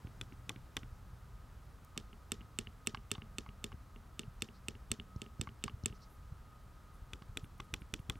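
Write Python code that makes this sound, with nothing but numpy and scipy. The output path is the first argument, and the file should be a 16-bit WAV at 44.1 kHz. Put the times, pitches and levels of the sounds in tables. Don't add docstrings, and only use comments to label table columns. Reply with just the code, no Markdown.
import sys
import numpy as np
from scipy import signal
from scipy.io import wavfile

SR = 44100
rng = np.random.default_rng(int(sys.argv[2]) if len(sys.argv) > 2 else 0)


def field_ratio(decibels):
    return 10 ** (np.asarray(decibels, dtype=float) / 20)


def unload_wav(signal):
    wavfile.write(
        sys.argv[1],
        SR,
        np.round(np.clip(np.atleast_2d(signal).T, -1, 1) * 32767).astype(np.int16),
    )


N = 361179


def rms_one(x):
    return x / np.sqrt(np.mean(x ** 2) + 1e-20)


def at_hz(points, hz):
    point_hz, value = np.transpose(points)
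    return np.interp(np.log(hz), np.log(point_hz), value)


def band_pass(order, low_hz, high_hz):
    return signal.butter(order, [low_hz, high_hz], "band", fs=SR, output="sos")


def ring(x, hz, t60):
    shrink = field_ratio(-60 / (t60 * SR))
    turn = 2 * np.pi * min(hz, 0.45 * SR) / SR
    return signal.lfilter([0, np.sin(turn)], [1, -2 * shrink * np.cos(turn), shrink ** 2], x + 1e-18)


def whistle(hz, width_hz):
    t60 = np.log(1000) / (np.pi * width_hz)
    once = ring(rng.standard_normal(N), hz, t60)
    return rms_one(ring(once, hz, t60))


# pitch in Hz, share of its pan.
SPREAD = [(300, 0.21), (3000, 0.77), (8000, 0.32), (14000, 0.12)]


def strike(times, level_db, pan_db, modes, rise_s, mute_s, skew=0.34, loose=1, scatter=0, harden=0):
    hz, mode_db, t60 = np.transpose(modes)[:, :, None]
    t = np.arange(int(2.5 * mute_s * SR)) / SR
    swell = 1 - np.exp(-(t / rise_s) ** 2)
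    fade = swell * np.exp(-(t / mute_s) ** 4)
    gaps = skew * rng.standard_normal(hz.shape)
    starts = scatter * rng.standard_normal(hz.shape)
    octaves = np.maximum(np.log2(hz / 3500), 0)
    vary = loose * rng.standard_normal((len(times), 2, len(hz), 1))
    out = np.zeros((2, N + len(t)))
    for s, db, (strength, detune) in zip(times, level_db, vary):
        bright_db = harden * (db - np.max(level_db)) * octaves
        size = field_ratio(db + mode_db + bright_db + 1.5 * strength - 60 * t / t60) * fade
        phase = 2 * np.pi * hz * (1 + 0.008 * detune) * (t - 1.3 * rise_s) + starts
        first = int(s * SR)
        for ear, sign in enumerate([0.5, -0.5]):
            side = field_ratio(sign * pan_db * at_hz(SPREAD, hz))
            out[ear, first:first + len(t)] += np.sum(side * size * np.sin(phase + sign * gaps), axis=0)
    return out[:, :N]


def crack(times, level_db, low_hz, high_hz, fade_s):
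    t = np.arange(int(7 * fade_s * SR)) / SR
    same = rng.standard_normal(len(t))
    own = rng.standard_normal((len(times), len(t)))
    out = np.zeros(N + len(t))
    for s, db, fresh in zip(times, level_db, own):
        first = int(s * SR)
        out[first:first + len(t)] += field_ratio(db) * (same + 0.79 * fresh) * np.exp(-t / fade_s)
    return signal.sosfilt(band_pass(3, low_hz, high_hz), out[:N] + 1e-18)


# pitch in Hz, level in dB per Hz.
AIR = [(19, -35), (30, 0), (60, -1), (124, -8), (194, -20), (210, -18.5), (354, -26.5), (383, -25),
       (436, -23.5), (471, -27.5), (628, -26.5), (1090, -26.5), (1240, -26), (2200, -37), (14400, -48),
       (16400, -41)]
# pitch in Hz, likeness (1 is the same).
LIKENESS = [(60, 0.98), (180, 0.91), (550, 0.8), (1650, 0.89), (4970, 1), (15000, 0.98)]


def room_air():
    rumble_db, air_db = -0.57, -55
    passing_db, passing_fade_s = 2, 1
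    t = np.arange(N) / SR
    edges = 20 * 2 ** np.arange(0, 10, 1 / 3)
    white = rng.standard_normal((2, 2, N))
    out = np.zeros((2, N))
    for k, (low, high) in enumerate(zip(edges, edges[1:])):
        mid, side = signal.sosfilt(band_pass(2, low, high), white[k % 2])
        hz = np.sqrt(low * high)
        alike = np.clip(at_hz(LIKENESS, hz), -1, 1)
        gain = field_ratio(at_hz(AIR, hz) + rumble_db * (hz < 200)) * np.sqrt(hz / (high - low))
        out += gain * (np.sqrt(1 + alike) * mid + np.sqrt(1 - alike) * side * [[1], [-1]])
    return field_ratio(air_db + passing_db * np.exp(-t / passing_fade_s)) * rms_one(out)


# pitch in Hz, width in Hz, level in dB.
FAN = [
    (1247, 6, -75),
    (1276, 8, -77),
    (1375, 10, -84),
    (1260, 280, -77),
]


def fan():
    rise_s, rise_db = 1.0, -3.5
    t = np.arange(N) / SR
    whirr = sum(field_ratio(db) * whistle(hz, width_hz) for hz, width_hz, db in FAN)
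    return field_ratio(rise_db * np.exp(-(t / rise_s) ** 2)) * whirr


def motor():
    off_s, fade_s = 1.35, 0.06
    t = np.arange(N) / SR
    running = 0.5 - 0.5 * np.tanh((t - off_s) / fade_s)
    low_hum = field_ratio(-59) * running * np.sin(2 * np.pi * 120.9 * t)
    return low_hum + field_ratio(-73) * whistle(188.2, 3)


# centre in seconds, peak in dB, pitch in Hz.
WOBBLE = [(0.93, -40, 58), (1.133, -43, 112), (1.57, -46, 60), (4.283, -35, 104), (5.743, -35, 79.6),
          (6.173, -52, 55), (6.325, -35.5, 99), (7.297, -41, 78.5), (7.437, -37, 109), (8.001, -35.5, 91.5)]


def wobbles():
    half_length = 0.5
    t = np.arange(N) / SR
    out = np.zeros(N)
    for s, db, hz in WOBBLE:
        swell = np.exp(-((t - s) * hz / half_length) ** 2)
        out += field_ratio(db) * swell * np.cos(2 * np.pi * hz * (t - s))
    return out


# start in seconds, peak in dB, length of a swing in milliseconds.
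THUMP = [(0.048, -35.5, 7.6), (1.969, -37, 4.6), (2.392, -44, 13), (2.939, -37.5, 5.8), (3.182, -35.5, 7.2),
         (3.345, -46.5, 11.6), (3.488, -41, 10), (3.742, -38.5, 7.6), (4.907, -37.5, 10.5),
         (4.99, -42, 8.3), (5.161, -32, 8.2), (5.396, -30, 8.1), (5.474, -40.5, 7.2), (5.52, -49, 9.3),
         (5.657, -34, 6.1), (5.837, -32.5, 7.8), (5.904, -38, 7.6), (7.019, -43.5, 15), (7.129, -47, 7),
         (7.219, -41.5, 4.6), (7.364, -44, 9), (7.599, -40, 7.8), (7.733, -37, 12.5), (7.815, -42.5, 8.4),
         (7.934, -37, 10.4), (8.093, -32.5, 9.7)]


def thumps():
    rise_ms, swings = 2.3, 0.82
    out = np.zeros((2, N))
    lean_db = 1.4 * rng.standard_normal(len(THUMP))
    t_ms = np.arange(int(0.09 * SR)) / SR * 1000
    for (s, peak_db, swing_ms), lean in zip(THUMP, lean_db):
        push = np.sin(2 * np.pi * (t_ms / swing_ms) ** 0.64)
        push *= np.exp(-t_ms / swing_ms / swings) * (1 - np.exp(-t_ms / rise_ms))
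        part = out[:, int(s * SR):int(s * SR) + len(t_ms)]
        part += field_ratio(peak_db + 6.0 + lean * np.array([[1], [-1]])) * push[:part.shape[1]]
    return out


# delay in seconds, level in dB.
ECHOES = [
    (.007, -34),
    (0.0128, -44.5),
    (0.0225, -33),
    (.034, -45),
]


def room(x):
    tail_db, tail_t60_s, tail_from_s, smear_s = -37.5, 0.2, 0.011, 0.0014
    t = np.arange(int(0.25 * SR)) / SR
    shape = field_ratio(tail_db - 60 * t / tail_t60_s) * (t > tail_from_s)
    for delay, level_db in ECHOES:
        shape = shape + field_ratio(level_db) * np.exp(-np.maximum(t - delay, 0) / smear_s) * (t >= delay)
    common, own = rng.standard_normal((2, len(t)))
    answer = 1.5 * shape * (common + 0.028 * own * [[1], [-1]])
    answer = signal.lfilter(*signal.butter(1, 4450, fs=SR), answer)
    answer = signal.sosfilt(band_pass(4, 1200, 8500), answer)
    return signal.fftconvolve(x, answer, axes=1)[:, :N]


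# start in seconds, peak in dB.
TOUCH = [(0.332, -58), (1.846, -62), (4.408, -50), (4.477, -58), (5.162, -47), (5.396, -52), (5.837, -41)]
# pitch in Hz, level in dB, ringing time (60 dB) in seconds.
CAP = [(4200, -14, .01), (5560, -1.5, 0.0058), (6500, -17, 0.0078), (10000, -23.5, 0.0072)]
# centre in seconds, length in seconds, level in dB, pitch in Hz.
SLIDE = [(.95, .1, -83.5, 5300), (4.56, 0.059, -71.5, 4800), (5.96, 0.05, -72, 5400),
         (6.031, 0.062, -66, 5200), (6.122, 0.13, -76, 12000), (6.95, 0.059, -76, 11100),
         (7.443, 0.036, -70.5, 10900), (7.645, .03, -75, 10200), (7.812, .025, -71, 10500),
         (7.998, .03, -72, 10600), (8.173, 0.036, -77, 10500)]
# start in seconds, peak in dB.
CRACKLE = [
    (1.848, -53),
    (7.581, -61),
    (2.864, -53),
]


def finger():
    s, peak_db = np.transpose(TOUCH)
    out = strike(s, peak_db + 0.5, -0.8, CAP, 0.00028, 0.0034)
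    t = np.arange(N) / SR
    for centre, length, level_db, hz in SLIDE:
        hiss = rms_one(signal.sosfilt(band_pass(2, hz / 1.25, hz * 1.12), rng.standard_normal(N)))
        out += field_ratio(level_db) * np.exp(-2 * ((t - centre) / length * 2) ** 2) * hiss
    return out + crack(*np.transpose(CRACKLE), 6000, 15800, 0.0012)


# start in seconds, peak in dB, edge in dB against the peak.
KNOCK = [(0.501, -41.5, -16), (0.771, -37, 2), (1.962, -47, -13), (2.946, -32.5, -1), (3.153, -41, -10),
         (3.18, -47, -9), (3.462, -44, -13), (3.718, -46.5, -4), (5.472, -38, -15), (5.679, -35.5, -4),
         (7.221, -48, -0.5), (7.599, -37, -10), (7.742, -43, -16), (8.102, -38.5, -13)]
# pitch in Hz, level in dB, ringing time (60 dB) in seconds.
PLATE = [(823, -11.5, 0.073), (1118, -5.5, 0.042), (1206, -10.5, 0.043), (1310, -13, 0.054),
         (1580, -15, 0.031), (2080, -10, 0.025)]
# pitch in Hz, level in dB, ringing time in seconds.
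PLATE_EDGE = [(2470, -7, .012), (2970, -2.5, 0.02), (3530, -18, .012), (4000, -17, .012),
              (4800, -6, 0.0088), (5140, -22, .01), (6400, -23, 0.0077), (8200, -14, .008)]


def knocks():
    pan_db, loose = -3.5, 1.6
    s, peak_db, edge_db = np.transpose(KNOCK)
    edge_db = peak_db + edge_db
    hollow = strike(s + 0.00055, peak_db - 1.0, pan_db, PLATE, 0.00053, 0.009, loose=loose, scatter=1.2)
    grit = crack(s + 0.00054, edge_db - 2.0, 1600, 4550, 0.003)
    edge = strike(s + 0.00055, edge_db - 5.5, pan_db, PLATE_EDGE, 0.000265, 0.0062,
                  loose=loose, scatter=0.6)
    return hollow + grit + edge


# start in seconds, peak in dB.
WIRE_SNAP = [(2.864, -58), (3.107, -53), (3.151, -47), (3.154, -52), (4.905, -62), (4.999, -48.5),
             (5.626, -61), (5.848, -59)]
# pitch in Hz, level in dB, ringing time (60 dB) in seconds.
WIRE = [(2910, 9, .010), (3550, 3, 0.022), (4500, -18, .008), (7600, -7, 0.0065)]


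def wire():
    slack = [(s - 0.008, db - 46) for s, db in LEFT_PRESS]
    s, peak_db = np.transpose(slack + WIRE_SNAP)
    return strike(s, peak_db + 1.0, -2.5, WIRE, 0.000427, 0.0023)


# start in seconds, peak in dB.
RETURN = [(0.0707, -45.5), (0.3227, -46.5), (0.56, -41.5), (0.8317, -41.5), (2.1296, -51), (2.4076, -51),
          (2.4138, -51.5), (2.6706, -42.5), (2.9722, -45), (3.2194, -43), (3.4896, -47), (3.7261, -49.5),
          (3.9602, -50), (4.233, -50), (4.487, -48.5), (4.7519, -50.5), (4.998, -40.5), (5.2624, -52),
          (5.4898, -46.5), (5.696, -47), (5.8979, -53), (5.9256, -51), (7.443, -45), (7.8186, -44),
          (7.9914, -47.5), (8.1552, -45.5)]
# pitch in Hz, level in dB, ringing time in seconds.
STOP = [(1240, -3, .012), (1850, -7, 0.0035), (2220, -15, 0.036), (2840, 2, 0.019), (3100, -6, 0.01),
        (3530, -36, .012), (4400, -39, 0.012), (5200, -27, 0.0066)]
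# pitch in Hz, level in dB, ringing time in seconds.
RIGHT_STOP = [(1500, -3.5, 0.013), (1970, -9, 0.0073), (2350, -4, 0.011), (2740, -6, 0.01),
              (3100, -13.5, .009), (3500, -16, .009), (4100, -28, 0.0063)]


def bar_return():
    pan_db, loose = -2.5, 1.6
    s, peak_db = np.transpose(RETURN)
    boom_db = -57 + 0.35 * (peak_db - peak_db.max())
    left = (s > 1.5) & (s < 6.5)
    right = ~left
    tick = strike(s[left] + 0.00044, peak_db[left] - 3.0, pan_db, STOP, 0.000365, 0.0043)
    tick += strike(s[right] + 0.0005, peak_db[right] - 3.5, pan_db, RIGHT_STOP, 0.0004, 0.0073)
    grit = crack(s + 0.00052, peak_db - 3.5, 1520, 3600, 0.0016)
    boom = strike(s[left], boom_db[left] + 4.0, pan_db, CASE, 0.00272, 0.059, skew=0.78, loose=loose)
    boom += strike(s[right], boom_db[right] + 10.5, pan_db, RIGHT_CASE[:4], 0.0022, 0.023,
                   skew=0.8, loose=loose)
    return tick + grit + boom


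def press(rows, pan_db, bar, case, lag_s, mute_s, crack_db, rattle_db, scatter):
    s, peak_db = np.transpose(rows)
    softer_db = peak_db - peak_db.max()
    boom_db = -46.5 + 0.67 * softer_db
    clack = strike(s + 0.0006, peak_db - 4.5, pan_db, bar, 0.000423, mute_s,
                   loose=1.36, scatter=scatter, harden=0.36)
    edge = crack(s + 0.0009, peak_db + crack_db + 0.63 * softer_db, 7600, 15000, 0.0019)
    rattle = crack(s + 0.0059, peak_db + rattle_db, 1500, 6400, 0.013)
    boom = strike(s + lag_s, boom_db + 3.0, pan_db, case, 0.0024, 0.038, skew=0.84)
    desk = crack(s + lag_s, boom_db + 14.0, 153, 444, 0.02)
    return clack + edge + rattle + boom + desk


# start in seconds, peak in dB.
LEFT_PRESS = [(1.9758, -23.5), (2.3181, -21), (2.587, -21), (2.8712, -19), (3.1146, -19), (3.3832, -24),
              (3.641, -24), (4.1926, -25.5), (4.4206, -21.5), (4.6833, -24.5), (4.9154, -19.5),
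              (5.217, -30), (5.412, -23), (5.6385, -22), (5.858, -20)]
# pitch in Hz, level in dB, ringing time (60 dB) in seconds.
LEFT_BAR = [(872, -24, 0.016), (1295, -15.5, 0.018), (1800, -26.5, 0.069), (2270, -15, 0.017),
            (2640, -6.5, 0.016), (2830, -12, 0.022), (3064, -14.5, 0.021), (3590, -7.5, 0.023),
            (4310, -14.5, 0.018), (4760, -15, 0.0052), (5480, -6, 0.0075), (6180, -20, 0.039),
            (6640, -12, 0.012), (7450, -1.5, 0.0081), (7940, 7.5, 0.0043), (8400, -6, 0.0085),
            (9640, -19.5, 0.014), (10540, -18.5, 0.01), (11920, -14.5, 0.0053), (12600, -10.5, 0.0039),
            (13500, -22, 0.0088), (15400, -27, 0.0033)]
# pitch in Hz, level in dB, ringing time (60 dB) in seconds.
CASE = [(112, 0, 0.24), (181, 3.5, 0.069), (221.6, 1.5, 0.2), (290, -16.5, 0.078), (409.7, 3, 0.073),
        (587, -24, 0.025)]


def left_presses():
    return press(LEFT_PRESS, -5.5, LEFT_BAR, CASE, lag_s=0.0011, mute_s=0.0065,
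                 crack_db=-21.5, rattle_db=-35, scatter=0.33)


# start in seconds, peak in dB.
RIGHT_PRESS = [(0.2118, -30), (0.493, -25.5), (0.7669, -24), (7.133, -31.5), (7.3713, -25.5), (7.6019, -35),
               (7.7387, -25), (7.9381, -23.5), (8.097, -24.5)]
# pitch in Hz, level in dB, ringing time (60 dB) in seconds.
RIGHT_BAR = [(890, -20, 0.02), (1287, -16.5, 0.05), (1517, -18, 0.047), (2050, -9.5, 0.019),
             (2506, 2, 0.0096), (2960, -11.5, 0.018), (3130, -9.5, .02), (3440, 1, 0.015),
             (3910, -17, 0.051), (4600, -18.5, 0.028), (5200, -13, 0.0097), (5830, -5.5, 0.01),
             (7210, -7.5, 0.011), (8520, 0, 0.004), (10050, -14.5, 0.014), (11500, -17, 0.004),
             (13700, -26, .012), (14000, -21, 0.008)]
# pitch in Hz, level in dB, ringing time in seconds.
RIGHT_CASE = [(112, -1, 0.13), (198, -3, 0.073), (274, -3.5, 0.082), (348, -10.5, 0.047), (400, 1, 0.054),
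              (532, -5.5, 0.028)]


def right_presses():
    return press(RIGHT_PRESS, 0.8, RIGHT_BAR, RIGHT_CASE, lag_s=-0.0015, mute_s=0.007,
                 crack_db=-21, rattle_db=-48, scatter=0.71)


def wall_snap():
    s, peak_db = np.transpose(LEFT_PRESS + RIGHT_PRESS)
    snap = np.zeros(N)
    snap[((s + 0.001) * SR).astype(int)] = field_ratio(peak_db + 4.0)
    return snap


def scene():
    background = room_air() + fan() + motor()
    keys = finger() + knocks() + wire() + bar_return() + left_presses() + right_presses()
    echoes = room(0.1 * keys + wall_snap())
    return background + wobbles() + thumps() + echoes + keys


def band_limit(x):
    return signal.sosfilt(signal.butter(12, 16590, fs=SR, output="sos"), x)


def record(dry):
    top_cut = signal.cheby2(12, 60, 16300 * 1.03, fs=SR, output="sos")
    mix = signal.sosfilt(top_cut, dry)
    return band_limit(mix)


dry = scene()
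out = record(dry)
unload_wav(out)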